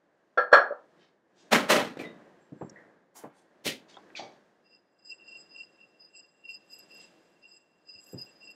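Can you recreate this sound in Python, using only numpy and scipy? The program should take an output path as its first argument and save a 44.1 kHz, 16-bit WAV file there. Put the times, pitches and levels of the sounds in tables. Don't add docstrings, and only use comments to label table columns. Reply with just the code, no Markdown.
import sys
import numpy as np
from scipy import signal
from scipy.fft import rfft, irfft, next_fast_len
from scipy.io import wavfile
from scipy.ndimage import uniform_filter1d, minimum_filter1d, map_coordinates

SR = 44100
rng = np.random.default_rng(int(sys.argv[2]) if len(sys.argv) > 2 else 0)


def dump_mix(stems):
    frames = np.atleast_2d(stems).T
    limited = np.clip(frames, -1, 1)
    pcm = np.round(limited * 32767).astype(np.int16)
    wavfile.write(sys.argv[1], SR, pcm)


N = 377143
T = np.arange(SR) / SR

# t/s, level of the dull wash/dB, level of the hiss/dB
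BACKGROUND_LEVELS = [(0, -70.5, -92.5), (0.8, -68, -86), (0.98, -62.5, -83), (1.22, -72, -94.5),
                     (1.5, -62, -80), (2.22, -56, -79.5), (2.5, -65.5, -84.5), (2.8, -56, -81.5),
                     (3.08, -69, -92), (4.25, -58, -76.5), (4.55, -68, -87), (4.95, -71.5, -93),
                     (5.35, -64, -81.5), (6.35, -70.5, -88.5), (7.0, -62, -74.5), (7.72, -72, -90),
                     (8.25, -63.5, -77.5), (8.55, -65, -84)]
# f/Hz, level/dB
WASH_SPECTRUM = [(15, -68), (25, -35.5), (91, -21.5), (186, -3.5), (256, -6.5), (328, -0.5), (403, -4.5),
                 (567, -3.5), (945, -12), (1020, -11.5), (1410, -15.5), (1640, -10.5), (2010, -17.5),
                 (2300, -25), (2990, -52.5), (5060, -120)]
# f/Hz, level/dB
HISS_SPECTRUM = [(1500, -2.5), (2500, 8), (4000, 3.5), (7000, -2), (10000, -12), (15000, -19.5)]

# t/s, level/dB, low-pass corner set by hardness f/Hz, ring trim/dB, clack trim/dB
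KNOCKS = [(0.373, -14, 4000, -0.5, -6.5), (0.514, -33.5, 7500, 3, 1), (0.526, -6, 7650, 0, 1),
          (0.563, -16, 3900, 0.5, -0.5), (0.706, -20.5, 920, -8.5, -10)]
# f/Hz, level/dB, t60/s
STONE_MODES = [(495.2, -8, 0.29), (591.9, -3.5, .21), (672, -13, 0.19), (777.5, -13.5, .26),
               (997, -22, .22), (1161, -8.5, 0.17), (1294, -2, 0.2), (1364, -1, .24), (1461, -14, 0.23),
               (1580, -6, 0.092), (1640, -4, 0.3), (1675, -7, 0.28), (1770, -12, 0.3), (2099, -26.5, 0.22),
               (3430, -23.5, 0.1), (4270, -26, 0.26), (4450, -26.5, .22), (5500, -31, .22)]
# f/Hz, level/dB
CLACK_SPECTRUM = [(100, -40), (200, -25), (330, -16.5), (550, -0.5), (950, -8.5), (1350, 0.5), (1750, -3),
                  (2100, -20.5), (2800, -28.5), (4800, -36), (6200, -40), (8000, -41.5), (10000, -44),
                  (15000, -42)]
# f/Hz, t60/s
CLACK_DECAY = [(200, 0.32), (700, .36), (1500, 0.3), (3000, 0.21), (6000, .2), (12000, 0.1)]
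# f/Hz, full width at half the lift/Hz, lift/dB
HIGH_CLUSTERS = [(2380, 330, 5.5), (3330, 550, 12), (4260, 330, 18.5), (5510, 220, 16.5), (7324, 710, 7.5),
                 (8260, 170, 8.5)]

# t/s, level/dB, centre f/Hz, width/octaves, rise/s, t60/s
BRUSH_EVENTS = [(0.938, -64.5, 2300, 1.04, .1, 0.29), (1.329, -64.5, 4000, 0.79, 0.07, 0.48),
                (1.99, -61, 9000, 0.89, 0.026, 0.092), (3.138, -49, 6950, 1, 0.037, 0.19),
                (3.31, -70, 5000, 0.87, 0.078, 0.27), (3.645, -33.5, 2880, 0.59, 0.033, 0.23),
                (3.87, -58, 2500, 1.18, 0.027, 0.46), (4.146, -40, 3010, 0.82, 0.023, 0.33),
                (6.93, -62, 3580, 0.95, 0.096, 0.27)]
# t/s, level/dB, centre f/Hz, width/octaves, t60/s
CLINK_EVENTS = [(1.995, -42.5, 2400, .07, .17), (2.037, -43.5, 1990, 0.042, 0.24),
                (2.055, -53.5, 3730, 0.026, .25), (2.694, -47.5, 5980, 0.21, 0.022),
                (2.757, -52.5, 1810, 0.15, 0.37), (3.94, -54.5, 3260, 0.042, .12),
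                (3.967, -47, 3550, .061, .025), (4.15, -40, 2480, .08, .06)]
# t/s, level/dB, centre f/Hz, width/octaves, rise/s, t60/s
BUMP_EVENTS = [(1.997, -39, 510, 0.29, 0.0035, 0.39), (3.141, -54.5, 600, 1.13, 0.022, .8),
               (3.968, -44.5, 754, .6, .0016, 0.097), (4.101, -54, 1200, .7, 0.0016, 0.045),
               (4.179, -40.5, 724, 0.42, 0.018, 0.36)]
# t/s, level/dB, rise/s
SQUEAK_EVENTS = [(2.39, -78, 0.032), (2.53, -70.5, 0.11)]
CLINK_RISE_S = 0.0034
BRUSH_EDGE = 3.4
SQUEAK_HZ, SQUEAK_OCTAVES, SQUEAK_T60_S = 7510, .02, 0.3

# t/s, level/dB, rise/s, hold/s, reference t60/s, tilt/dB per octave, midrange lift/dB
SCRAPE_EVENTS = [(1.506, -16, 0.025, 0.0028, 0.33, 0, 2), (1.68, -16.5, 0.026, 0.0081, 0.37, 0.67, -0.5),
                 (1.744, -27, 0.015, 0.048, 0.22, -2.04, 0), (1.97, -39, 0.00097, 0.00086, 0.089, -4, -9),
                 (1.985, -39, 0.0088, 0.018, 0.23, -2.5, -9), (2.038, -45.5, 0.0031, 0.0065, 0.46, -4, -6),
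                 (3.636, -29.5, 0.031, 0.0069, 0.24, 1.53, -14.5)]
# f/Hz, level/dB
GRIT_SPECTRUM = [(29, -74), (50, -42), (166, -12.5), (282, -7), (367, -7), (637, -3.5), (701, -10.5),
                 (753, -7), (829, -8), (1920, -9.5), (3580, -16.5), (4560, -20), (6230, -24), (12500, -33),
                 (15500, -37.5)]
# f/Hz, share of the reference t60
GRIT_DECAY_SHARE = [(150, 1.6), (500, 1.04), (1500, 0.95), (4000, 0.92), (12000, .75)]
# f/Hz, full width at half the lift/Hz, lift/dB
TABLE_MODES = [(181, 16, 1.5), (234, 41, 5.5), (284, 13, 6), (553.7, 89, 0.5), (1379, 39, 1.5),
               (1920, 44, 5.5), (3050, 94, 4), (4090, 53, 7.5)]

# t/s, level/dB, corner f/Hz, t60/s, boom relative to level/dB, boom corner f/Hz
THUD_EVENTS = [(2.518, -38.5, 300, 0.16, -9, 300), (2.609, -34.5, 804, 0.16, -2, 280),
               (2.715, -48, 400, 0.1, -19, 210), (3.235, -37, 855, 0.15, -10, 250),
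               (3.655, -35, 496.7, 0.16, -5, 170), (4.19, -47.5, 520, 0.48, -13, 300),
               (7.949, -57.5, 117, 0.11, -20, 110), (8.128, -41.5, 480, 0.24, 3.5, 112)]
# f/Hz, level/dB
BOARD_SPECTRUM = [(25, -67), (60, -33), (130, -3.5), (260, 2), (450, 3), (900, 1), (3000, -2)]
BOOM_DELAY_S, BOOM_T60_S = .011, .2

# t/s, length/s, low ring level/dB, middle ring level/dB, high ring level/dB, rasp level/dB
RUB_STROKES = [(4.655, .015, -72, -71, -95, -108), (4.709, 0.049, -67.5, -62, -81, -108),
               (4.995, .04, -76.5, -68.5, -92, -108), (5.058, .04, -65, -48, -65, -99),
               (5.098, 0.027, -47, -48.5, -57, -97), (5.21, 0.017, -53.5, -73, -89, -106),
               (5.271, 0.088, -47.5, -56, -70.5, -102), (5.372, 0.056, -60, -53, -64.5, -98),
               (5.511, 0.018, -66.5, -52.5, -92, -103), (5.562, 0.064, -45.5, -53.5, -68.5, -93),
               (5.806, 0.034, -57, -68, -82, -106), (6.008, .055, -70, -56.5, -88, -94),
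               (6.153, .045, -55.5, -54.5, -57, -93), (6.231, 0.017, -67, -58.5, -82, -102),
               (6.457, 0.039, -47.5, -67, -82, -92.5), (6.498, 0.048, -46, -49.5, -66, -77),
               (6.708, .105, -58, -54.5, -63, -74.5), (6.911, 0.074, -55, -56.5, -69.5, -77),
               (7.005, 0.041, -55.5, -56, -59, -90), (7.435, .012, -50.5, -61, -90, -105),
               (7.48, 0.1, -62.5, -58, -66.5, -93), (7.881, 0.11, -62, -50.5, -73.5, -96),
               (8.005, 0.025, -72, -64, -57, -75.5), (8.065, 0.083, -66.5, -64, -60.5, -70),
               (8.191, 0.031, -60.5, -41.5, -66, -68.5), (8.266, .03, -63, -67, -66, -88),
               (8.431, 0.082, -50, -52.5, -69.5, -86)]
# f/Hz, waver scale/Hz, noise half-width/Hz, noise relative to the tone/dB
SQUEAL_RINGS = [(2731, 21.7, 90, -5), (4979, 26.2, 182, -6.5), (7600, 70, 183, 2)]
# f/Hz, full width at half gain/Hz, level before trims/dB
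RASP_BANDS = [(6800, 2100, -2), (9280, 320, -6.5), (10570, 350, -8), (11600, 260, -0.5), (12900, 380, -3.5),
              (14650, 600, -8)]
GRIP_T60_S, RELEASE_T60_S = 0.066, 0.14
LIGHT_DB, APPROACH_T60_S, LINGER_T60_S = -22, 0.46, 3.05

TOP_HZ = 15750


def amp(db):
    return 10 ** (np.asarray(db) / 20)


def unit(x):
    return x / np.sqrt(np.mean(x ** 2) + 1e-20)


def along(points, hz):
    f, v = np.transpose(points)
    return np.interp(np.log(hz + 1), np.log(f + 1), v)


def curves(rows):
    s, *cols = np.transpose(rows)
    return [np.interp(np.arange(N) / SR, s, c) for c in cols]


def wobble(rate, size=N):
    knots = rng.standard_normal(int(size * rate / SR) + 4)
    return map_coordinates(knots, [np.arange(size) * rate / SR])


def noise(gain, size):
    m = next_fast_len(size)
    spectrum = rfft(rng.standard_normal(m)) * gain(np.fft.rfftfreq(m, 1 / SR))
    return unit(irfft(spectrum, m)[:size])


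def steady(x, span):
    power = uniform_filter1d(x * x, max(int(span * SR), 2))
    return x / np.sqrt(np.abs(power) + 1e-9)


def dying(x, t60, wait):
    hz, t, z = signal.stft(x, SR, nperseg=256)
    fade = amp(-60 * np.maximum(t - wait, 0) / t60(hz)[:, None])
    return signal.istft(z * fade, SR, nperseg=256)[1][:len(x)]


def swell(rise):
    return np.minimum(T / rise, 1) ** 2


def add(track, s, x):
    part = track[max(round(s * SR), 0):][:len(x)]
    part += x[:len(part)]


def lift(resonances, f):
    return sum(db * np.exp2(-(2 * (f - hz) / width) ** 2) for hz, width, db in resonances)


def ripple(f, spacing_hz):
    return map_coordinates(rng.standard_normal(2048), [f / spacing_hz], mode="mirror")


def high_pass(x, hz):
    return signal.sosfilt(signal.butter(3, hz, "high", fs=SR, output="sos"), x)


def background(wash_trim_db=0.0, hiss_trim_db=5.0, drift_db=0.5):
    wash_db, hiss_db = curves(BACKGROUND_LEVELS)
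    wash_gain = amp(wash_db + wash_trim_db + drift_db * wobble(11))
    wash = wash_gain * noise(lambda f: amp(along(WASH_SPECTRUM, f)), size=N)
    hiss = amp(hiss_db + hiss_trim_db) * noise(lambda f: amp(along(HISS_SPECTRUM, f)), size=N)
    return wash + hiss


def taps(ring_db=-3.5, clack_db=-5.5, knock_db=2, knock_hz=560, knock_t60=.036,
         echo_s=.0155, echo_db=-2, blur=.42, low_hz=210):
    out = np.zeros(N)
    hz, level, t60 = np.transpose(STONE_MODES)[:, :, None]
    for s, db, corner_hz, ring_trim_db, clack_trim_db in KNOCKS:
        start_phase = rng.uniform(0, 2 * np.pi, hz.shape)
        drift = np.array([wobble(120, size=SR) for _ in STONE_MODES])
        phase = start_phase + blur * hz / 1500 * drift
        mode_gain = amp(level + rng.normal(0, 1, hz.shape) - 60 * T / t60)
        ring = (mode_gain * np.sin(2 * np.pi * hz * T + phase)).sum(0)
        burst = noise(lambda f: amp(along(CLACK_SPECTRUM, f) + lift(HIGH_CLUSTERS, f)), size=SR)
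        clack = dying(steady(burst, .02), lambda f: along(CLACK_DECAY, f), 0)
        knock = amp(knock_db - 60 * T / knock_t60) * np.sin(2 * np.pi * knock_hz * T) * swell(0.0026)
        bright = amp(ring_db + ring_trim_db) * ring + amp(clack_db + clack_trim_db) * clack
        blow = bright * swell(0.0049) + knock
        add(blow, echo_s, amp(echo_db) * knock)
        softened = signal.lfilter(*signal.butter(3, corner_hz, fs=SR), blow)
        add(out, s, amp(db) * softened)
    return high_pass(out, low_hz)


def touch(hz, octaves, rise, t60, ripple_db, edge=2):
    def gain(f):
        distance = np.abs(np.log2((f + 1) / hz) / octaves)
        return np.exp(-.5 * distance ** edge) * amp(ripple_db * ripple(f, 90))

    decay = amp(-60 * np.maximum(T - rise, 0) / t60)
    return steady(noise(gain, size=SR), .015) * swell(rise) * decay


def clinks(ripple_db=4.0, grain_db=1.5, grain_rate=160):
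    out = np.zeros(N)
    for s, db, hz, octaves, t60 in CLINK_EVENTS:
        add(out, s, amp(db) * touch(hz, octaves, CLINK_RISE_S, t60, ripple_db))
    for s, db, hz, octaves, rise, t60 in BRUSH_EVENTS:
        add(out, s, amp(db) * touch(hz, octaves, rise, t60, ripple_db, BRUSH_EDGE))
    for s, db, hz, octaves, rise, t60 in BUMP_EVENTS:
        add(out, s, amp(db) * touch(hz, octaves, rise, t60, ripple_db))
    for s, db, rise in SQUEAK_EVENTS:
        add(out, s, amp(db) * touch(SQUEAK_HZ, SQUEAK_OCTAVES, rise, SQUEAK_T60_S, ripple_db))
    return out * amp(grain_db * wobble(grain_rate))


def scrapes(grain_db=1.5, grain_rate=450, tail_db=-34, tail_t60=1.7, mid_hz=1100, low_hz=95, ripple_db=1.4):
    out = np.zeros(N)

    def colour_db(f):
        return along(GRIT_SPECTRUM, f) + lift(TABLE_MODES, f)

    def midrange(f):
        return np.exp(-(np.log2((f + 1) / mid_hz) / 0.97) ** 2)

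    for s, db, rise, hold, t60, tilt, mid_db in SCRAPE_EVENTS:
        def contact_db(f):
            return tilt * np.log2(f + 1) + mid_db * midrange(f) + ripple_db * ripple(f, 45)

        grit = steady(noise(lambda f: amp(colour_db(f) + contact_db(f)), size=SR), 0.025)
        crunch = dying(grit, lambda f: t60 * along(GRIT_DECAY_SHARE, f), rise + hold)
        dull = noise(lambda f: amp(colour_db(f)) / np.hypot(1, f / 900), size=SR)
        tail = dull * amp(tail_db - 60 * T / tail_t60)
        add(out, s, amp(db) * swell(rise) * (crunch + tail))
    return high_pass(out * amp(grain_db * wobble(grain_rate)), low_hz)


def thuds(low_hz=68):
    out = np.zeros(N)

    def shake(db, corner_hz, t60):
        boards = noise(lambda f: amp(along(BOARD_SPECTRUM, f)) / np.hypot(1, (f / corner_hz) ** 3), size=SR)
        return steady(boards, 0.042) * swell(0.0036) * amp(db - 60 * T / t60)

    for s, db, corner_hz, t60, boom_db, boom_hz in THUD_EVENTS:
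        add(out, s, shake(db, corner_hz, t60))
        add(out, s + BOOM_DELAY_S, shake(db + boom_db, boom_hz, BOOM_T60_S))
    return high_pass(out, low_hz)


def stroke_levels():
    power = np.zeros((len(SQUEAL_RINGS) + 1, N))
    lead = .25
    t = np.arange(2 * SR) / SR - lead
    for s, length, *levels_db in RUB_STROKES:
        before, after = np.maximum(-t, 0), np.maximum(t - length, 0)
        firm = amp(-60 * (before / GRIP_T60_S + after / RELEASE_T60_S))
        light = amp(LIGHT_DB - 60 * (before / APPROACH_T60_S + after / LINGER_T60_S))
        for track, db in zip(power, levels_db):
            add(track, s - lead, (amp(db) * np.maximum(firm, light)) ** 2)
    return np.sqrt(power)


def rubbing(squeal_db=-2.5, flutter_db=4.0, flutter_rate=75, waver_rate=130, rasp_db=-6,
            grain_db=5, grain_rate=60, tick_db=5.5, tick_rate=110):
    *rings, rasp = stroke_levels()
    out = np.zeros(N)
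    for (hz, waver_hz, width_hz, noise_db), ring in zip(SQUEAL_RINGS, rings):
        pitch_hz = hz + waver_hz * wobble(waver_rate)
        tone = unit(np.sin(2 * np.pi * np.cumsum(pitch_hz) / SR))
        slips = noise(lambda f: 1 / (1 + np.abs((f - hz) / width_hz) ** 3), size=N)
        flutter = amp(squeal_db + flutter_db * wobble(flutter_rate))
        out += ring * flutter * unit(tone + amp(noise_db) * slips)
    ticks_db = tick_db * wobble(tick_rate)
    for hz, width, db in RASP_BANDS:
        band = noise(lambda f: 1 / (1 + ((f - hz) / width * 2) ** 2), size=N)
        crackle = amp(rasp_db + db + ticks_db + grain_db * wobble(grain_rate))
        out += rasp * crackle * band
    return out


def scene():
    return (taps() + scrapes() + thuds() + clinks() + rubbing() + background())[None]


def record(dry):
    ceiling = .89
    needed = np.minimum(1, ceiling / (np.abs(dry) + 1e-9))
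    gain = uniform_filter1d(minimum_filter1d(needed, size=301), size=301)
    m = next_fast_len(N + SR // 2)
    band = np.clip((TOP_HZ - np.fft.rfftfreq(m, 1 / SR)) / 300 + .5, 0, 1)
    return irfft(rfft(dry * gain, m) * band, m)[..., :N]


dry = scene()
out = record(dry)
dump_mix(out)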